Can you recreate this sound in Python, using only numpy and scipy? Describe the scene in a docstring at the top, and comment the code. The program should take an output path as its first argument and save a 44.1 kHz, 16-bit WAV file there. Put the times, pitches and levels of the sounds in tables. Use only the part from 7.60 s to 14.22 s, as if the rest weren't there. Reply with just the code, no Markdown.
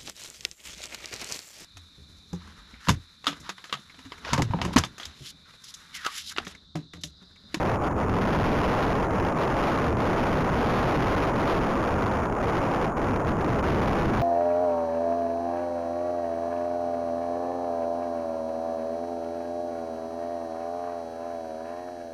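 """Strong wind in a snowstorm, heard at the port of a small camera carried on horseback.
It opens strong with two quick lulls, drops near 0.5 s, then blows hard to 1.1 s before easing.
It peaks again near 3.2 s, sinks through short gusts and lulls to its weakest near 5.8 s, and returns.
Shaped noise makes a rush and deeper buffeting; they overload the input, so gusts get harsher, hardly louder.
Coarse sampling leaves a dull roar with a thin fizz above it."""
import sys
import numpy as np
from scipy import signal
from scipy.fft import rfft, irfft
from scipy.io import wavfile

SR = 44100
rng = np.random.default_rng(int(sys.argv[2]) if len(sys.argv) > 2 else 0)


def int16_out(signal):
    """Quantize to a 16-bit WAV file."""
    q = np.round(np.clip(np.atleast_2d(signal).T, -1, 1) * 32767)
    wavfile.write(sys.argv[1], SR, q.astype(np.int16))


N = 291942
TIME = np.arange(N) / SR  # s
FREQS = np.fft.rfftfreq(N, 1 / SR)  # Hz


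def gain_of(db):
    """Decibels to amplitude."""
    return 10 ** (np.asarray(db) / 20)


def curve(rows):
    """Join (time, value) points by straight lines, sample by sample."""
    times, values = np.transpose(rows)
    return np.interp(TIME, times, values)


def noise(gains):
    """Noise of rms 1, shaped by a gain at each frequency."""
    white_spectrum = rfft(rng.standard_normal(N))
    shaped = irfft(white_spectrum * gains, N)
    return shaped / shaped.std()


def spectrum(points):
    """Gains from (f/Hz, level/dB) points joined on a log-frequency axis."""
    hz, db = np.transpose(points)
    return gain_of(np.interp(np.log(FREQS + 1), np.log(hz), db))


def flutter(rate_hz):
    """Random wavering of rms 1, densest a little below the given rate."""
    return noise(FREQS / (1 + (FREQS / rate_hz) ** 4))


def swell(at, length):
    """A bell-shaped rise and fall of height 1; the length is taken at half height."""
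    half_lengths = 2 * (TIME - at) / length
    return 0.5 ** (half_lengths ** 2)


def wind(rush_db=-0.95, eddy_db=-0.5, flutter_db=1.4, burst_db=2.0):
    """Pressure at the port: rush and eddies ride on a drifting, fluttering wind, broken by lulls and gusts."""
    # wind strength at the port, before the rush and eddy trims: t/s, level/dB (0 dB = overload point)
    strength_points = [(0, 6.5), (.48, 0.5), (.65, 9), (1.07, 9.5), (1.4, 4.5), (1.95, 4.5), (2.33, 6),
                       (3.23, 10), (4.2, 4), (4.73, 2.5), (5.02, 5.5), (5.77, 0.5), (6.23, 6.5), (6.6, 5.5)]
    # spectral shape of the fine turbulence in the port: f/Hz, level/dB (density, relative)
    rush_spectrum = [(20, -3), (200, 0.5), (450, 1.5), (700, 0), (1100, -2), (1450, -7.5), (1900, -21.5),
                     (2600, -29), (4000, -55), (8000, -78)]
    # spectral shape of the large eddies' pressure: f/Hz, level/dB (density, relative)
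    eddy_spectrum = [(15, -5), (90, 1.5), (220, -1), (450, -8), (900, -23), (2000, -84), (4000, -80)]
    eddy_follow = 0.71  # share of a lull's or gust's dB that the large, slow eddies follow

    strength = gain_of(curve(strength_points) + flutter_db * flutter(rate_hz=20.4))
    quick_db = lulls_and_gusts()

    # fine turbulence is intermittent: it arrives in bursts a few milliseconds long
    burst_gain = gain_of(rush_db + quick_db + burst_db * flutter(rate_hz=89))
    rush = burst_gain * noise(spectrum(rush_spectrum))

    eddy_gain = gain_of(eddy_db + eddy_follow * quick_db + eddy_level())
    eddies = eddy_gain * noise(spectrum(eddy_spectrum))
    return strength * (rush + eddies)


def eddy_level(lump_db=3.0):
    """Weight in dB of eddies shed by the camera body: a slow drift, heavy buffets and many small lumps."""
    # drift of the large eddies, before their trim: t/s, level/dB
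    drift = [(0, -5), (1.2, -4), (2.0, -9.5), (2.45, -2), (3.1, -0.9), (4.3, -8.5), (5.3, -8.5),
             (5.6, -0.8), (6.6, -1)]
    # single heavy eddies that thump the port: t/s (peak), level/dB (added to the drift)
    buffets = [(.54, 6.5), (.85, 8.5), (1.63, 7), (2.33, 4.5), (4.0, 9), (4.38, 4), (5.7, 1), (6.12, 5),
               (6.52, 6.5)]
    buffet_s = 0.13  # length at half height
    buffet_db = sum(db * swell(at, buffet_s) for at, db in buffets)
    return curve(drift) + buffet_db + lump_db * flutter(rate_hz=11.4)


def lulls_and_gusts():
    """Quick changes of the wind in dB, each a bell-shaped dip or rise."""
    # sudden lulls, when the wind slips off the port: t/s (deepest), length/s, level/dB (change)
    lulls = [(0.193, 0.046, -12), (0.327, 0.061, -9), (1.484, 0.055, -7.5), (1.74, 0.056, -7),
             (2.345, 0.06, -8.5), (2.893, .1, -5), (3.73, 0.075, -5), (4.398, 0.022, -2), (4.72, .16, -5),
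             (5.09, 0.1, -2), (5.339, 0.074, -10.5), (5.615, 0.063, -4), (5.774, .015, -8),
             (6.016, 0.022, -10), (6.518, 0.028, -5)]
    # short gusts on top of the wind: t/s (peak), length/s, level/dB (change)
    gusts = [(1.23, 0.018, 7), (1.828, 0.029, 5), (2.05, 0.14, 5.5), (3.91, 0.077, 7), (5.689, 0.013, 11),
             (6.07, .08, 2.5)]
    return sum(db * swell(at, length) for at, length, db in [*lulls, *gusts])


def scene():
    """The wind at the port is the only source, on one channel."""
    return wind()[None]


def overload(x, knee=7.9, coupling_hz=7.2, ripple_db=-36.0):
    """The input stage flattens the peaks; its coupling capacitor makes the flat tops droop."""
    ceiling_db = -22.5  # output level of the overload point
    flattened = x / (1 + abs(x) ** knee) ** (1 / knee)
    # the flat tops carry a slight hissy ripple
    ripple = gain_of(ripple_db) * flattened ** 2 * rng.standard_normal(N)
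    b, a = signal.butter(1, coupling_hz, "high", fs=SR)
    return gain_of(ceiling_db) * signal.lfilter(b, a, flattened + ripple)


def coarse_sampling(x, guard_hz=5020.0, fizz_db=-76.0):
    """Slow samples joined by straight lines: the roar is mirrored faintly around the sampling rate."""
    recorder_hz = 8000
    b, a = signal.butter(3, guard_hz, fs=SR)
    guarded = signal.lfilter(b, a, x)
    ticks = np.arange(0, N / SR, 1 / recorder_hz)
    samples = np.interp(ticks, TIME, guarded)
    joined = np.interp(TIME, ticks, samples)
    # a faint even fizz lies under the mirrored bands
    return joined + gain_of(fizz_db) * rng.standard_normal(N)


def record(dry):
    """The microphone input overloads, the recorder samples coarsely, and a low-pass limits the band."""
    edge_hz = 15800
    low_pass = signal.firwin(1023, edge_hz, window=("kaiser", 9), fs=SR)
    sampled = coarse_sampling(overload(dry[0]))
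    return signal.oaconvolve(sampled, low_pass, "same")[None]


dry = scene()
out = record(dry)
int16_out(out)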